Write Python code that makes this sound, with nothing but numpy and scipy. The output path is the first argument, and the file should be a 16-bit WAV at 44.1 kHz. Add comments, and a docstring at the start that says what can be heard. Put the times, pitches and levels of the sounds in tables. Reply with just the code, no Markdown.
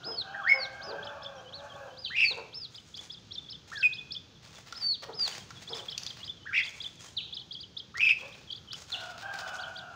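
"""Caged starling under a porch roof

A caged starling gives five loud notes, each climbed to from a soft lead-in and broken by flicks or a warble.
A smaller bird peeps and whistles, harsh downslurs and faint twitter lie beyond; all are gliding harmonics.
The cage ticks and rustles in shaped noise; two hoarse roosters and a dog sound far off as unsteady harmonics.
Porch and yard add discrete and diffuse echoes over an outdoor hush of filtered noise."""
import sys
import numpy as np
from scipy import signal
from scipy.fft import rfft, irfft, next_fast_len
from scipy.io import wavfile
from scipy.ndimage import uniform_filter1d, map_coordinates

SR = 44100
rng = np.random.default_rng(int(sys.argv[2]) if len(sys.argv) > 2 else 0)


def master(y):
    """Save y as 16-bit WAV."""
    cut = np.clip(np.atleast_2d(y).T, -1, 1)
    pcm = np.round(cut * 32767)  # scale
    wavfile.write(sys.argv[1], SR, pcm.astype(np.int16))


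N = 438794

TIME = np.arange(N) / SR
# first echoes of roof, floor and wall: (delay/s, level/dB)
PORCH_ECHOES = [(.0043, -11), (0.0101, -5.5), (0.0259, -13.5)]


def undb(db):
    """Decibels to gain."""
    return 10 ** (np.asarray(db) / 20)


def unit(x):
    """Scale to rms 1."""
    return x / np.sqrt(np.mean(x ** 2) + 1e-18)


def add(out, start_s, x):
    """Mix x into out from a given time on."""
    i = int(np.clip(start_s * SR, 0, N - 1))
    out[i:i + len(x)] += x[:N - i]


def walk(size, rate):
    """Smooth chance with about `rate` turns a second, spread near 1."""
    place = np.arange(size) * rate / SR
    return map_coordinates(rng.standard_normal(int(place[-1]) + 2), [place], order=2, mode="nearest")


def noise(colour, size=N):
    """Noise of rms 1 with a spectrum of (Hz, dB) points."""
    hz, db = np.transpose(colour)
    n = next_fast_len(size)
    gain = undb(np.interp(np.log(np.fft.rfftfreq(n, 1 / SR) + 1), np.log(hz), db))
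    return unit(irfft(rfft(rng.standard_normal(n)) * gain, n)[:size])


def gesture(rows, ease_s=0.0036):
    """Sample rows (s, values..) with rounded corners; returns the start time and one curve a column."""
    s, *columns = np.transpose(rows)
    s = np.sort(s)
    t = np.arange(s[0], s[-1] + ease_s / 2, 1 / SR)
    return s[0], *(uniform_filter1d(np.interp(t, s, c), int(ease_s * SR) + 1, mode="nearest") for c in columns)


def voice(hz, db, partials, jitter, jitter_rate, shimmer_db):
    """A vibrating membrane: harmonics on an unsteady pitch, with a soft start and stop."""
    n = len(hz)
    phase = 2 * np.pi * np.cumsum(hz * (1 + jitter * walk(n, jitter_rate))) / SR
    wave = sum(undb(part_db) * np.sin(k * phase) for k, part_db in partials)
    fade = signal.windows.tukey(n, min(1, 260 / n))
    return unit(wave) * fade * undb(db + shimmer_db * walk(n, jitter_rate))


def reverb(x, t60, gap_s):
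    """Diffuse echo of equal power that starts after a gap and dies away."""
    t = np.arange(SR) / SR
    tail = rng.standard_normal(SR) * np.exp(-np.log(1000) * t / t60) * (t > gap_s)
    return signal.fftconvolve(x, tail / np.linalg.norm(tail))[:N]


def clock(length_s):
    """Time base: seconds since the start of an event, one value a sample."""
    return np.arange(int(max(length_s, .005) * SR)) / SR


def bump(t, width_s):
    """Gaussian pulse: a bell curve of height 1 round t = 0."""
    return np.exp(-(t / width_s) ** 2)


def hush():
    """Filtered noise: far traffic rumble and a faint wash whose bands swell and sink independently."""
    # spectrum of the rumble: (f/Hz, relative level/dB)
    rumble_colour = [(18, -43), (30, -21), (77, -0.5), (108, 2), (168, -0.5), (249, -7.5), (467, -11.5),
                     (709, -19.5), (1200, -18.5), (2130, -22), (3400, -15), (6500, -22), (8060, -42),
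                     (12900, -56.5), (15500, -44.5)]
    rumble = noise(rumble_colour) * undb(-52 - 4 + 1.3 * walk(N, 3))
    wash = np.zeros(N)
    for hz in (450, 800, 1350):
        band = noise([(hz / 2, -35), (hz, 0), (hz * 2, -35)])
        wash += band * undb(-77 + 3.5 * walk(N, 5))
    return rumble + wash


def cage():
    """Near-field sources with diffuse reflection: rustles and ticks share one echo tail."""
    out = rustles() + ticks()
    return out + undb(-6) * reverb(out, t60=0.51, gap_s=0.0006)


def rustles():
    """Friction noise: feathers and feet hiss and scrape, with random grain and brief crackles."""
    # bouts: (t/s, length/s, relative level of the high hiss/dB, relative level of the broad scrape/dB)
    bouts = [(2.224, .12, -56.5, -57), (2.696, .25, -67, -63), (2.963, 0.0984, -62.5, -57.5),
             (3.672, 0.11, -57, -52), (4.421, .19, -65.5, -55.5), (4.661, .19, -77.5, -53.5),
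             (5.021, 0.019, -75, -43), (5.209, .18, -51.5, -44), (5.489, 0.24, -66, -56.5),
             (5.739, 0.062, -52, -44.5), (5.846, 0.41, -72.5, -53), (6.619, 0.074, -53.5, -46.5),
             (6.718, 0.22, -64, -57), (6.99, 0.1, -53, -52.5), (8.156, 0.29, -74, -57),
             (8.753, 0.07, -50.5, -47), (8.88, 0.082, -54.5, -46.5), (8.987, 0.131, -66, -52),
             (9.176, 0.033, -63, -41), (9.303, .19, -65, -50.5), (9.529, 0.031, -50.5, -52),
             (9.605, .19, -70, -61)]
    # spectra: (f/Hz, relative level/dB)
    hiss_colour = [(1500, -13.5), (4000, -10.5), (6500, 8.5), (9000, -8.5), (12000, -20), (15000, -24.5)]
    scrape_colour = [(150, -21), (500, 2), (1500, 2), (3000, 2), (5000, 1.5), (7000, -9), (10000, -21),
                     (13500, -34.5), (15300, -12.5)]
    attack_s, release_s, sag_db = 0.0055, 0.02, -2  # sag over the length of a bout
    # feathers stir faintly between the bouts
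    hiss, scrape = undb(-76 + 3 * walk(N, 4.7)), np.zeros(N)
    age = clock(1)
    for s, length, hiss_db, scrape_db in bouts:
        attack = 1 - np.exp(-age / attack_s)
        release = np.exp(-np.maximum(age - length, 0) / release_s)
        swell = attack * undb(sag_db * (age / length - .5)) * release
        add(hiss, s, undb(hiss_db) * swell)
        add(scrape, s, undb(scrape_db) * swell)
    grain = undb(2.9 * walk(N, 300) + 3.3 * walk(N, 35) - 4.0)
    # claws catch on the perch: about 110 random impulses a second, each decaying in 1.5 ms
    catches = (rng.random(N) < 110 / SR) * rng.exponential(size=N)
    crackle = signal.lfilter([.65], [1, -np.exp(-1 / (.0015 * SR))], catches)
    return grain * (.9 + crackle) * (hiss * noise(hiss_colour) + scrape * noise(scrape_colour))


def village():
    """Direct and diffuse sound: roosters and a dog with strong echo from the house walls."""
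    crows, barks = roosters(), dog()
    direct = undb(-5) * crows + undb(-0.5) * barks
    crow_echo = undb(-2.5) * reverb(crows, t60=0.59, gap_s=0.0048)
    bark_echo = undb(-1.5) * reverb(barks, t60=0.51, gap_s=0.011)
    return direct + crow_echo + bark_echo


def roosters():
    """Harmonic voice with turbulence: two birds' hoarse syllables scoop up, sag and drop at the end."""
    # syllables: (t/s, length/s, f/Hz, relative level/dB, fade/(dB per s))
    syllables = [(0, 0.13, 719.6, -44.5, 73), (0.208, 0.89, 790.5, -44, 7),
                 (0.533, 0.084, 543.5, -33, 142.5), (0.798, 0.62, 562.2, -44.5, 3),
                 (1.481, 0.41, 562.8, -49.5, -3), (8.917, .25, 720, -42, 27), (9.216, 0.21, 786.2, -38, 26),
                 (9.42, .28, 775.5, -39, 19.5), (9.721, 0.2307, 720, -50.5, -11)]
    # resonances of the two throats: (multiple of the pitch, relative level/dB)
    high_throat = [(1, 2.5), (2, 7.5), (3, -52), (4, -6.5)]
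    low_throat = [(1, 9.5), (1.5, 3.5), (2, 1.5), (2.5, -32), (3, -2.5)]
    # spectrum of the breath noise: (f/Hz, relative level/dB)
    hoarse_colour = [(350, -34), (650, 10.5), (1000, 0.5), (1550, 7.5), (2000, -18), (2600, -1.5),
                     (4000, -40)]
    attack_s, drop_s = 0.0175, 0.058
    scoop_share, sag_per_s, drop_share = 0.0482, .045, 0.088  # shares of pitch
    low_below_hz = 640
    out = np.zeros(N)
    for s, length, pitch_hz, db, fade_db in syllables:
        t = clock(length)
        onset, ending = np.exp(-t / attack_s), np.exp((t - length) / drop_s)
        drop = drop_share * min(length * 2, 1) * ending  # syllables under half a second drop less
        wander = 0.01983 * walk(len(t), 12)
        hz = pitch_hz * (1 - scoop_share * onset - sag_per_s * t - drop + wander)
        level_db = db - fade_db * t - 10 * onset + 2 * walk(len(t), 17.5)
        throat = low_throat if pitch_hz < low_below_hz else high_throat
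        add(out, s, voice(hz, level_db, throat, jitter=.024, jitter_rate=170, shimmer_db=2.5))
        add(out, s, undb(level_db - 4) * noise(hoarse_colour, size=len(t)))
    return out


def small_bird():
    """Comb interference: whistles and peeps from close by, notched by the echo of the roof."""
    out = whistles() + peeps()
    roof = undb(-9.5) * np.interp(TIME - PORCH_ECHOES[0][0], TIME, out, left=0)
    return out + roof + undb(-13) * reverb(out, t60=.42, gap_s=.006)


def whistles():
    """Frequency glide: nearly pure notes rise to a top, break down to a shoulder, then plunge."""
    # notes: (t/s, length/s, break after/s, top f/Hz, shoulder f/Hz, top level/dB, shoulder level/dB)
    notes = [(0.029, 0.2, 0.14, 5106, 4590, -40.5, -26.5), (0.465, 0.2, 0.1214, 5214, 4690, -42, -32),
             (0.809, 0.12, 0.051, 5260, 5140, -41.5, -40), (1.524, 0.0876, 0.044, 4600, 4380, -35.5, -40),
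             (1.962, .165, 0.064, 5034, 4660, -45, -43.5), (2.179, 0.1555, 0.059, 5270, 4610, -40.5, -28.5),
             (2.526, 0.14, 0.08, 5325, 5070, -40, -35.5), (4.74, 0.22, 0.07, 5250, 4560, -43, -27.5),
             (5.123, 0.16, 0.057, 5323, 4840, -42.5, -26.5)]
    from_hz, rise_s, onset_db = 3050, .018, -13
    end_hz, plunge_s, plunge_db = 2960, .021, -17
    break_width_s, break_dip_db = 0.0116, -9  # the voice thins as it steps down
    out = np.zeros(N)
    for s, length, break_s, top_hz, shoulder_hz, top_db, shoulder_db in notes:
        t = clock(length)
        stepped = (1 + np.tanh((t - break_s) / break_width_s)) / 2
        rise, plunge = bump(t, rise_s), np.exp((t - length) / plunge_s)
        hz = top_hz + (shoulder_hz - top_hz) * stepped
        hz += (from_hz - top_hz) * rise + (end_hz - shoulder_hz) * plunge
        db = top_db + (shoulder_db - top_db) * stepped
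        db += break_dip_db * bump(t - break_s, 2 * break_width_s) + plunge_db * plunge + onset_db * rise
        add(out, s, voice(hz, db, [(1, 5.0), (2, -35.5)], jitter=0.00756, jitter_rate=150, shimmer_db=1.72))
    return out


def dog():
    """Irregular vibration: far barks rise and fall in pitch on strongly jittered harmonics."""
    # barks: (t/s, length/s, f/Hz, relative level/dB)
    barks = [(0.047, 0.098, 439, -44.5), (0.869, 0.097, 414.3, -42.5), (2.304, 0.038, 491.7, -44),
             (2.361, 0.045, 474, -42), (5.024, 0.0335, 498, -46), (5.083, 0.0264, 455, -39.5),
             (5.696, 0.046, 468.4, -43.5), (5.748, 0.0607, 488.7, -48.5), (8.206, 0.067, 529, -51)]
    # throat resonances: (multiple of the pitch, relative level/dB)
    throat = [(1, 4.5), (1.5, -3.5), (2, 0.5), (3, -6), (4, -16)]
    out = np.zeros(N)
    for s, length, pitch_hz, db in barks:
        start, hz, level_db = gesture([
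            (s, .85 * pitch_hz, db - 7),
            (s + .4 * length, 1.08 * pitch_hz, db),
            (s + length, .95 * pitch_hz, db - 5)])
        add(out, start, voice(hz, level_db, throat, jitter=.12, jitter_rate=300, shimmer_db=3))
    return out


def twitter(count=16):
    """Superposition: scooped notes of distant birds, a few nearer ones among many faint ones."""
    # nearer notes: (t/s, length/s, lowest f/Hz, relative level/dB)
    nearer = [(0.115, 0.072, 3070, -52), (.43, 0.066, 3150, -55), (0.606, 0.067, 5410, -58),
              (0.829, 0.064, 5770, -57.5), (1.352, .061, 5540, -58.5), (1.433, .066, 2985, -55),
              (1.686, 0.077, 3170, -53), (5.318, 0.053, 2870, -53), (5.552, 0.05, 3330, -51),
              (6.19, 0.041, 2854, -51), (6.366, 0.11, 3020, -53.5), (7.029, 0.092, 3150, -54.5),
              (8.472, 0.066, 3100, -46.5), (8.674, 0.059, 2980, -51.5)]
    out = np.zeros(N)
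    for s, length, low_hz, db in nearer:
        add(out, s, scoop(length, low_hz, db - 4.0))
    # one faint note at a random moment in each equal share of the time
    for k, (when, length, pitch, size) in enumerate(rng.random((count, 4))):
        start_s = (k + when) / count * N / SR
        low_hz = 3170 + 400 * (pitch - .4)
        add(out, start_s, scoop(.04 + .05 * length, low_hz, -63 + 5 * size))
    return out + undb(-10.5) * reverb(out, t60=0.21, gap_s=0.002)


def scoop(length, low_hz, db):
    """Parabolic glide: one note dips to its lowest pitch and rises again, softer at both ends."""
    ends = (2 * clock(length) / length - 1) ** 2
    hz = low_hz * (1 + .13 * ends)
    return voice(hz, db - 6 * ends, [(1, 7.5), (2, -25)], jitter=0.0063, jitter_rate=130, shimmer_db=6)


def starling():
    """Frequency modulation: a low lead-in climbs to a loud note that flicks upward or warbles into a rasp."""
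    # calls: (lead-in t/s, loud note t/s, note length/s, climb/s, lead-in end f/Hz, note f/Hz,
    #         lead-in level/dB, note level/dB, flick/share of pitch, warble/share of pitch)
    calls = [(.33, 0.496, 0.027, 0.067, 1080, 2189, -44, -19, 0.017, 0.024),
             (2.099, 2.165, 0.084, 0.021, 2050, 2542, -43, -24, .27, 0.088),
             (3.716, 3.829, 0.0322, 0.0018, 1470, 2498, -42.5, -19, .15, 0.0065),
             (6.454, 6.543, .06, 0.0231, 1400, 2374, -44, -27, 0, 0.195),
             (7.941, 8.008, .106, 0.02, 2090, 2500, -40, -23.5, 0.36, 0.057)]
    # spectrum of the rasp: (f/Hz, relative level/dB)
    rasp_colour = [(400, -18), (1300, -8), (2500, 9.5), (3300, 9), (4200, -11.5), (5500, -0.5),
                   (8000, -33.5), (12000, -54.5)]
    # every lead-in swoops up, then drifts
    lead_from_hz, lead_crest_hz, lead_rise_s, lead_onset_db = 1120, 1856.7, .016, -6
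    swell_db, release_s, release_db = 6, 0.012, -23.5
    closing_drop = 2.6  # share of pitch lost in the release, per share of warble
    flick_period_s, flick_settle_s, flick_dip_db = .0415, .0045, -34  # dip per share of pitch
    warble_hz, warble_slip = 64.29, 0.0677  # slip in cycles
    overtone_db, overtone_strain_db = -35.5, 56  # second harmonic; gain per share of flick and warble
    out = np.zeros(N)
    for s, note_s, length, climb_s, lead_hz, note_hz, lead_db, note_db, flick, warble in calls:
        end_s = note_s + length
        closing_hz = note_hz * (1 - closing_drop * warble)
        # corners: (time, pitch, level, effort)
        start, hz, db, effort = gesture([
            (s, lead_from_hz, lead_db + lead_onset_db, .5),
            (s + lead_rise_s, lead_crest_hz, lead_db, .5),
            (note_s - climb_s, lead_hz, lead_db, .5),
            (note_s, note_hz, note_db - swell_db / 2, 1),
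            (end_s, note_hz, note_db + swell_db / 2, 1),
            (end_s + release_s, closing_hz, note_db + release_db, 1)])
        size, depth = len(hz), warble * effort
        age = start + np.arange(size) / SR - note_s
        # each flick throws the pitch up and lets it settle
        flicking = (age > 0) * (age < length - flick_settle_s)
        thrown = flick * np.exp(-(age % flick_period_s) / flick_settle_s) * flicking
        thrown = uniform_filter1d(thrown, size=64)
        # round crests and sharp dips, once a warble cycle
        cycles = warble_hz * age + warble_slip * walk(size, 50)
        swing = np.pi * np.abs(np.sin(np.pi * cycles)) / 2 - 1
        pitch = hz * (1 + thrown + depth * (swing + 0.32 * walk(size, 331.3)))
        level_db = db + flick_dip_db * thrown + depth * (10 * swing + 10 * walk(size, 169.2))
        second_db = overtone_db + overtone_strain_db * min(flick + warble, .24)
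        partials = [(1, 3), (2, second_db), (3, -37.5), (4, -53.5)]
        note = voice(pitch, level_db, partials, jitter=0.0027, jitter_rate=300, shimmer_db=2.5)
        # the harder it flicks and warbles, the more the membrane breaks into a rasp
        strain = (depth + thrown) / 2
        flutter = 1 + strain * walk(size, 1000)
        rasp = strain * undb(db + 6.5) * noise(rasp_colour, size=size)
        add(out, start, note * flutter + rasp)
    short_echo = undb(-9.0) * reverb(out, t60=0.21, gap_s=0.01)
    long_echo = undb(-14) * reverb(out, t60=0.62, gap_s=.02)
    return porch(out) + short_echo + long_echo


def porch(x):
    """Comb interference: direct sound plus the first echoes, which notch a gliding note."""
    return x + sum(undb(db) * np.interp(TIME - delay, TIME, x, left=0) for delay, db in PORCH_ECHOES)


def peeps():
    """Joint pitch and amplitude shaping: arches loud on the flanks, thin on top, with a low closing note."""
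    # calls: (t at the top/s, top f/Hz, duration relative to the usual peep, relative level/dB,
    #         closing note relative level/dB)
    calls = [(1.054, 5100, 0.92, -39.5, -9.5), (1.238, 5250, 0.64, -40.5, -3),
             (2.766, 5017, 0.79, -37, -19.5), (2.964, 5130, 0.82, -37.5, -7), (3.128, 5070, 1.1, -40, -9.5),
             (3.339, 5507, 1.05, -36.5, -2.5), (3.511, 5300, .91, -36, -7), (3.794, 5370, 1.4, -36.5, -14),
             (3.951, 5240, 0.94, -35, -4), (4.133, 5330, 0.93, -33, -4), (5.71, 5290, 1.296, -35, -7.5),
             (5.764, 5200, 1.5, -36.5, -13), (5.909, 5170, 0.89, -33.5, -7.5),
             (6.09, 4950, 0.92, -33.5, -25), (6.259, 5050, 1.02, -34.5, -7), (6.594, 5033, 1.05, -34, -11),
             (6.65, 4875, .78, -34.5, -2.5), (6.828, 4877, 0.86, -33, -2), (7.354, 5016, 1, -34.5, -6.5),
             (7.404, 4400, 0.75, -39.5, -13), (7.534, 4910, 0.86, -33.5, -8),
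             (7.617, 4790, .95, -36, -19.5), (7.787, 4928, 0.72, -33.5, -16.5),
             (8.336, 4080, 0.44, -42, -20), (8.521, 4789, 0.66, -35, -23.5), (8.567, 4710, 0.67, -38, -27),
             (8.728, 4750, 0.66, -33.5, -16.5), (9.617, 4610, 1.08, -37, -13.5),
             (9.78, 4750, 0.79, -35, -19)]
    # times below are those of the usual peep; the pitch lifts three times: lilt, arch, closing note
    base_hz, arch_width_s, arch_thin_db = 2957, 0.016, -6
    arch_squareness = 3.21  # a round top with steep flanks
    opening_lead_s, opening_width_s, opening_lift_hz = 0.02576, 0.007275, 355
    closing_lag_s, closing_width_s, closing_lift = .042, .014, .25  # lift as a share of the arch
    half_s, sung_db, closing_trim_db = .028, -6.5, -0.5
    opening_db, fall_db, fall_lag_s = 0.5, -1, 0.0071  # tint the opening lilt and the falling flank
    before_s = 1.5 * half_s
    out = np.zeros(N)
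    for s, top_hz, stretch, db, closing_db in calls:
        t = clock(stretch * (before_s + closing_lag_s + 2 * closing_width_s)) / stretch - before_s
        arch = np.exp(-np.abs(t / arch_width_s) ** arch_squareness)
        closing = bump(t - closing_lag_s, closing_width_s)
        opening = bump(t + opening_lead_s, opening_width_s)
        hz = base_hz + (top_hz - base_hz) * (arch + closing_lift * closing) + opening_lift_hz * opening
        accent_db = opening_db * opening + fall_db * bump(t - fall_lag_s, 0.012)
        sung = np.exp(-(t / half_s) ** 20) * undb(sung_db + arch_thin_db * arch ** 2 + accent_db)
        envelope = sung + closing ** 2 * undb(closing_trim_db + closing_db)
        note = voice(hz, db, [(1, 2.0), (2, -35)], jitter=0.015, jitter_rate=214.3, shimmer_db=4.0)
        add(out, s - stretch * before_s, envelope * note)
    return out


def yard_birds():
    """Exponential glide: short downslurs from further off, harsh with pitch jitter, with much echo."""
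    # slurs: (t/s, first f/Hz, relative level/dB)
    slurs = [(2.041, 4320, -31), (7.165, 4430, -27), (8.918, 4390, -27)]
    length_s, end_hz, attack_s, fade_db = .045, 2550, 0.00523, -14
    out = np.zeros(N)
    for s, first_hz, db in slurs:
        t = clock(length_s)
        hz = first_hz * (end_hz / first_hz) ** (t / length_s)
        level_db = db - 20 * np.exp(-t / attack_s) + fade_db * t / length_s
        add(out, s, voice(hz, level_db, [(1, 7.5), (2, -37)], jitter=.035, jitter_rate=420, shimmer_db=3.5))
    return out + undb(-5) * reverb(out, t60=0.55, gap_s=0.0032)


def ticks():
    """Impact excitation: beak and claws strike the bars in fast-decaying noise with a lower knock."""
    # strikes: (t/s, relative level/dB, level of the low knock relative to the tick/dB before a +2.5 dB lift)
    strikes = [(2.973, -41.5, -28.5), (4.724, -37, -8.5), (4.776, -42.5, -12), (5.194, -39, -9),
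               (5.505, -44, -3.5), (5.978, -27, -44), (6.033, -35.5, -25), (6.064, -35, -26),
               (7.972, -38.5, -13), (7.98, -36, -13), (8.731, -34, -15.5), (9.388, -39.5, -12.5),
               (9.554, -47.5, -1)]
    # spectra: (f/Hz, relative level/dB)
    tick_colour = [(800, -50), (2500, -2), (4700, 8.5), (6500, -0.5), (9000, -18.5), (15000, -24)]
    knock_colour = [(300, -10), (900, -12), (1400, 8), (1800, -9), (2600, -14.5), (8000, -67)]
    out = np.zeros(N)
    t = np.arange(2048) / SR
    attack = 1 - np.exp(-t / 0.00072)
    for s, db, knock_db in strikes:
        tick = noise(tick_colour, size=len(t)) * np.exp(-t / 0.0026)
        knock = noise(knock_colour, size=len(t)) * np.exp(-t / 0.0064)
        add(out, s, undb(db + 6.0) * (tick + undb(knock_db + 2.5) * knock) * attack)
    return out


def scene():
    """Superposition: all sources add at one microphone."""
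    near = starling() + small_bird() + cage()
    far = yard_birds() + twitter() + village() + hush()
    return (near + far)[None]


def record(dry):
    """Envelope-following noise and low-pass filtering: high fizz tracks loudness; the top is cut steeply."""
    loudness = np.sqrt(np.abs(uniform_filter1d(dry[0] ** 2, size=256)))
    fizz_colour = [(1000, -58.5), (10000, -36), (13500, -19), (15200, -1.5), (16000, 2.0)]  # (f/Hz, dB)
    fizz = noise(fizz_colour) * loudness * undb(-35.5)
    top_cut = signal.ellip(10, .2, 70, 15600, fs=SR, output="sos")  # ripple and stop band in dB, edge in Hz
    return signal.sosfilt(top_cut, dry + fizz)


dry = scene()
out = record(dry)
master(out)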